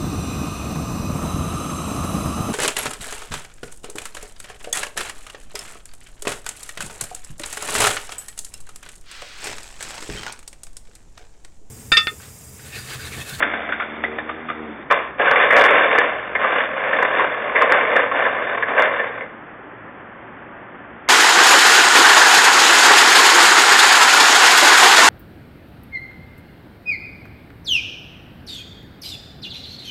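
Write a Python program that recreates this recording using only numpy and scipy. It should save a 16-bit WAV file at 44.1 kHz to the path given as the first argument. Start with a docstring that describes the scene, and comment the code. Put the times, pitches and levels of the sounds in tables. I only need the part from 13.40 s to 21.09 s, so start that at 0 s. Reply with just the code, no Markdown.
"""A plastic tray clacks and crackles in the jaws of a dog running across an asphalt courtyard.
The dog drops it, drags it in rasping tugs and lets go. Grit and knocks ring the same few damped
modes of the tray, and the house fronts answer. Further off, a car pulls away over a wash of traffic.
A narrow-band phone microphone overloads on the loudest scrapes."""
import sys
import numpy as np
from scipy import signal
from scipy.fft import rfft, irfft, next_fast_len
from scipy.io import wavfile
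from scipy.ndimage import uniform_filter1d

SR = 44100
rng = np.random.default_rng(int(sys.argv[2]) if len(sys.argv) > 2 else 0)


def transcribe(u):
    """Save the signal u as a 16-bit wav file named by the first command-line argument.

    u: samples, shape (n,) or (channels, n), limited to [-1, 1]; the rate is SR.
    q: integer samples, one column per channel.
    """
    v = np.clip(np.atleast_2d(u).T, -1, 1)
    q = np.round(v * 32767).astype(np.int16)
    wavfile.write(sys.argv[1], SR, q)


N = 339063
TIME = np.arange(N) / SR
LANDING_S = 1.5  # the tray hits the ground


def undb(db):
    """Decibels to gain."""
    return 10 ** (np.asarray(db) / 20)


def unit(x):
    """Scale to rms 1."""
    return x / np.sqrt(np.mean(x ** 2) + 1e-18)


def steady(x, window_s):
    """Hold the slow level at 1 and keep the fast grain."""
    return x / np.sqrt(uniform_filter1d(x ** 2, int(window_s * SR)).clip(1e-9))


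def drift(rate_hz):
    """Smooth random wander with rms 1."""
    hold = int(SR / rate_hz)
    steps = np.repeat(rng.standard_normal(N // hold + 1), hold)
    return unit(uniform_filter1d(steps, hold)[:N])


def resonate(x, hz, width_hz):
    """A damped resonance with steep skirts."""
    b, a = signal.iirpeak(hz, max(hz / width_hz, .6), fs=SR)
    return signal.lfilter(b, a, signal.lfilter(b, a, x + 1e-18))


def grit(size, per_s, spread_db):
    """Tiny impacts at random moments; with a spread, many are weak and a few stronger."""
    hits = rng.random(size) < per_s / SR
    return hits * undb(spread_db * np.minimum(rng.exponential(size=size), 3))


def distance(start_m=1.13, run_m_per_s=6.2):
    """Metres from the microphone to the tray: the dog runs off until it lands."""
    return start_m + run_m_per_s * np.minimum(TIME, LANDING_S)


def tray(force, airborne, hollow_db, rim_db, hollow_below_hz=800, rim_above_hz=2200):
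    """Every impact lands on another spot, so it shares itself out differently among the tray's modes."""
    # damped modes (frequency [Hz], width [Hz], level on the ground [dB], level in the air [dB])
    modes = [(288, 150, -13, -8), (473.7, 122, -3, -12), (555.5, 126, 0, -7.5), (689.6, 293, -1, -2),
             (1071, 280, 0, -6.5), (1350, 470, -3, -1.5), (1561, 182, -3, -6.5), (1755, 210, 0, -3.5),
             (2072, 386, -2, -1), (2324, 240, -7.5, -4.5), (2735, 460, -10.5, -9), (3494, 590, -13.5, -6.5)]
    out, power = 0, 0
    for hz, width_hz, ground_db, air_db in modes:
        gain = undb(air_db if airborne else ground_db)
        # low modes belong to the hollow, high ones to the thin rim
        tone = undb(hollow_db * (hz < hollow_below_hz) + rim_db * (hz > rim_above_hz))
        ring = unit(resonate(force * rng.standard_normal(len(force)), hz, width_hz))
        out = out + gain * tone * ring
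        power += gain ** 2
    return out / np.sqrt(power)


def carry(gap_s=0.069, at_1m_db=-21):
    """Held in the air, the thin plastic crackles, fainter as the dog runs off; the crackle stops just before
    the tray lands."""
    force = grit(N, per_s=1300, spread_db=1.5)
    crackle = steady(tray(force, airborne=True, hollow_db=1.0, rim_db=-2.5), window_s=0.016)
    return crackle * undb(at_1m_db) / distance() * (TIME < LANDING_S - gap_s)


def knocks(chatter_decay_s=.012, ring_db=1, ring_width_hz=140, hollow_boost_db=7):
    """Each clack is a burst of fading contacts; the struck wall rings at a pitch set by its bend."""
    # knocks on the tray (time [s], level [dB], ring of the wall [Hz], hollowness [dB])
    strikes = [(0.025, -3.5, 1563, -10.5), (0.136, -12, 1530, 0), (0.291, -14.5, 1550, 0.5),
               (0.321, -10, 1535, -20), (0.398, -13.5, 1350, -22), (0.421, -16, 1470, -7.5),
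               (0.637, -9.5, 1950, -3), (0.785, -13, 1780, 0.5), (0.89, -16, 1205, -6),
               (1.086, -16.5, 1230, -17.5), (1.100, -16.5, 1270, -3), (1.509, -2.5, 1113, -12.5),
               (1.796, -7, 1670, 2.5), (1.871, -5, 1530, -19), (1.911, -3, 1520, -7),
               (1.959, -4.5, 2033, -9.5), (2.105, -2, 1920, -13), (2.256, -5.5, 1710, -16.5),
               (2.58, -6.5, 1726, -6.5), (2.951, -7.5, 2010, -7), (3.037, -6, 1238, -4.5),
               (3.367, -17.5, 1530, -6.5), (3.529, -7, 1697, -14.5), (3.626, -8.5, 1610, -2),
               (3.794, -8.5, 1083, -15), (4.158, -4, 2100, -16), (4.214, -3.5, 1067, -16.5),
               (4.32, -5, 1880, -3.5), (4.562, -3.5, 1715, -6), (4.714, -10, 1160, -7),
               (4.851, -9, 1780, -18), (5.224, -7.5, 1745, -21), (5.379, -6.5, 1600, -11.5),
               (5.595, -10, 1740, -5), (5.808, -18, 2097, -3), (7.679, -23.5, 2130, -18)]
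    out, size = np.zeros(N + SR), SR // 6
    age = np.arange(size) / SR
    for time_s, db, ring_hz, hollow_db in strikes:
        force = grit(size, per_s=3500, spread_db=2.0) * np.exp(-age / chatter_decay_s)
        body = tray(force, airborne=time_s < LANDING_S, hollow_db=hollow_db + hollow_boost_db, rim_db=0)
        b, a = signal.iirpeak(ring_hz, ring_hz / ring_width_hz, fs=SR)
        wall = unit(signal.lfilter(b, a, body))
        clack = body + undb(ring_db) * wall
        peak = 2 * np.sqrt(uniform_filter1d(clack ** 2, size=256).max())
        start = max(int((time_s - .001) * SR), 0)
        out[start:start + size] += clack * undb(db) / peak
    return out[:N]


def car(waver=.005, flutter_db=2.8, coasting_hz=61, loaded_hz=72):
    """A distant engine revs up, then eases off; its upper orders sink with the load."""
    # the engine pulling away (time [s], firing rate [Hz], level [dB])
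    revs = [(0, 73, -43), (.45, 74.8, -45), (.65, 75.9, -39.5), (1.12, 80.7, -39), (1.25, 76.3, -39.5),
            (1.45, 66, -46), (2.3, 60.9, -44.5), (2.9, 59, -46.5), (5.6, 55.8, -53), (7.69, 58.43, -51)]
    # exhaust tone, a row per multiple of the firing rate (under load [dB], off the throttle [dB])
    exhaust = [(-14.5, -9), (-18.5, -8), (-3, -14), (-4.5, -5.5), (-6.5, -12.5), (-6, -18)]
    times, rates, levels = np.transpose(revs)
    firing_hz = np.interp(TIME, times, rates)
    phase = 2 * np.pi * np.cumsum(firing_hz * (1 + waver * drift(rate_hz=16))) / SR
    load = np.clip((firing_hz - coasting_hz) / (loaded_hz - coasting_hz), 0, 1)
    out = 0
    for order, (loaded_db, coasting_db) in enumerate(exhaust, 1):
        order_db = load * loaded_db + (1 - load) * coasting_db + flutter_db * drift(rate_hz=12)
        out = out + np.sin(order * phase) * undb(order_db)
    return np.sqrt(2) * out * undb(np.interp(TIME, times, levels))


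def town(level_db=-38, flicker_db=0.14):
    """Far traffic: an even wash that wavers a little."""
    # colour of the wash (frequency [Hz], relative level [dB])
    spectrum = [(18, -45), (30, -20), (212, -6), (314, -3.5), (347, -6.5), (383, -3.5), (431, -9),
                (580, -5.5), (627, -7.5), (1750, -7.5), (3360, -29), (4370, -52), (7390, -120)]
    hz, db = np.transpose(spectrum)
    size = next_fast_len(N)
    bins_hz = np.fft.rfftfreq(size, 1 / SR)
    colour = undb(np.interp(np.log(bins_hz + 1), np.log(hz), db))
    wash = irfft(rfft(rng.standard_normal(N), size) * colour, size)[:N]
    return unit(wash) * undb(level_db + flicker_db * drift(rate_hz=33))


def courtyard(x, wet_db, t60_s=0.53, first_echo_s=.02):
    """Scattered echoes from house fronts and parked cars."""
    delay = np.arange(SR) / SR
    scatter = grit(SR, per_s=900, spread_db=0.5) * rng.standard_normal(SR)
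    echoes = scatter * undb(-60 * delay / t60_s) * (delay > first_echo_s)
    return undb(wet_db) * signal.fftconvolve(x, echoes / np.linalg.norm(echoes))[:N]


def effort(grip_s=0.037, skid_db_per_s=126):
    """Envelope of the drag: each pull grips, swells or slackens, then the tray skids to rest."""
    # pulls and skids over the ground (start [s], length [s], opening level [dB], swell to the end [dB])
    tugs = [(1.512, 0.025, -14.5, -1), (1.814, 0.23, -17, 5.5), (2.147, .3, -8, -4.5),
            (2.526, 0.078, -14, 1.5), (2.64, 0.35, -22.5, -9), (3.014, .18, -17.5, 2.5),
            (3.308, 0.33, -25, 11.5), (3.728, 0.074, -19.5, 7), (3.92, 0.2, -22.5, 0.5),
            (4.165, 0.068, -16, 3), (4.315, 0.15, -11.5, -5.5), (4.501, 0.081, -15.5, 3.5),
            (4.759, 0.12, -14.5, -3), (4.938, 0.24, -21, 0), (5.29, 0.09, -19.5, 0),
            (5.388, 0.061, -11, -3), (5.532, 0.13, -20.5, -3), (5.754, 0.043, -31, 0.5)]
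    power = 1e-12
    for start, length, db, swell_db in tugs:
        age = TIME - start
        grip = np.clip(1 + age / grip_s, 0, 1)
        held_db = db + swell_db * np.clip(age / length, 0, 1)
        fade_db = skid_db_per_s * np.maximum(age - length, 0)
        power = power + (grip * undb(held_db - fade_db)) ** 2
    return np.sqrt(power) * (TIME > LANDING_S)


def drag(hops_per_s=85, hop_decay_s=0.0042, hop_depth=.42, firm_db=-19.5, rim_fade_db_per_s=1.0,
         level_db=-1.5):
    """The rim grinds over the stones, and catches and hops unevenly as it goes."""
    pull = effort()
    slack_db = firm_db - 20 * np.log10(pull + 1e-3)
    hollow_db = -0.94 + 0.01 * slack_db  # soft pulls sound a touch more hollow
    rim_db = 2.5 - rim_fade_db_per_s * (TIME - LANDING_S)  # the rim rasps most on landing
    hops = grit(N, hops_per_s, spread_db=0.0)
    rattle = signal.lfilter([1], [1, -np.exp(-1 / (hop_decay_s * SR))], hops)
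    force = grit(N, per_s=2400, spread_db=1) * (1 + hop_depth * unit(rattle))
    scrape = steady(tray(force, airborne=False, hollow_db=hollow_db, rim_db=rim_db), window_s=.035)
    lurch_db = .7 * drift(rate_hz=24)  # the dog never pulls evenly
    return scrape * pull * undb(level_db + lurch_db)


def scene(echo_db_per_m=0.5):
    """The tray and the car with their echoes, over the town."""
    plastic = drag() + carry() + knocks()
    engine = car()
    # as the engine glides, its echoes make each order swell and fade in turn
    engine = engine + courtyard(engine, wet_db=-6.5)
    # the further the dog runs, the larger the share of echo
    send_db = echo_db_per_m * (distance() - distance().max())
    plastic_echo = courtyard(plastic * undb(send_db), wet_db=-9.5)
    return (plastic + plastic_echo + engine + town())[None]


def record(dry, band_hz=3620, ceiling=0.76, top_hz=15800):
    """The phone rounds the peaks, keeps only the telephone band and clips the very loudest."""
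    rounded = np.tanh(.5 * dry) / .5
    narrow = signal.sosfilt(signal.ellip(12, .3, 70, band_hz, fs=SR, output="sos"), rounded)
    clipped = np.clip(narrow, -ceiling, ceiling)
    return signal.sosfilt(signal.ellip(8, .2, 70, top_hz, fs=SR, output="sos"), clipped)


dry = scene()
out = record(dry)
transcribe(out)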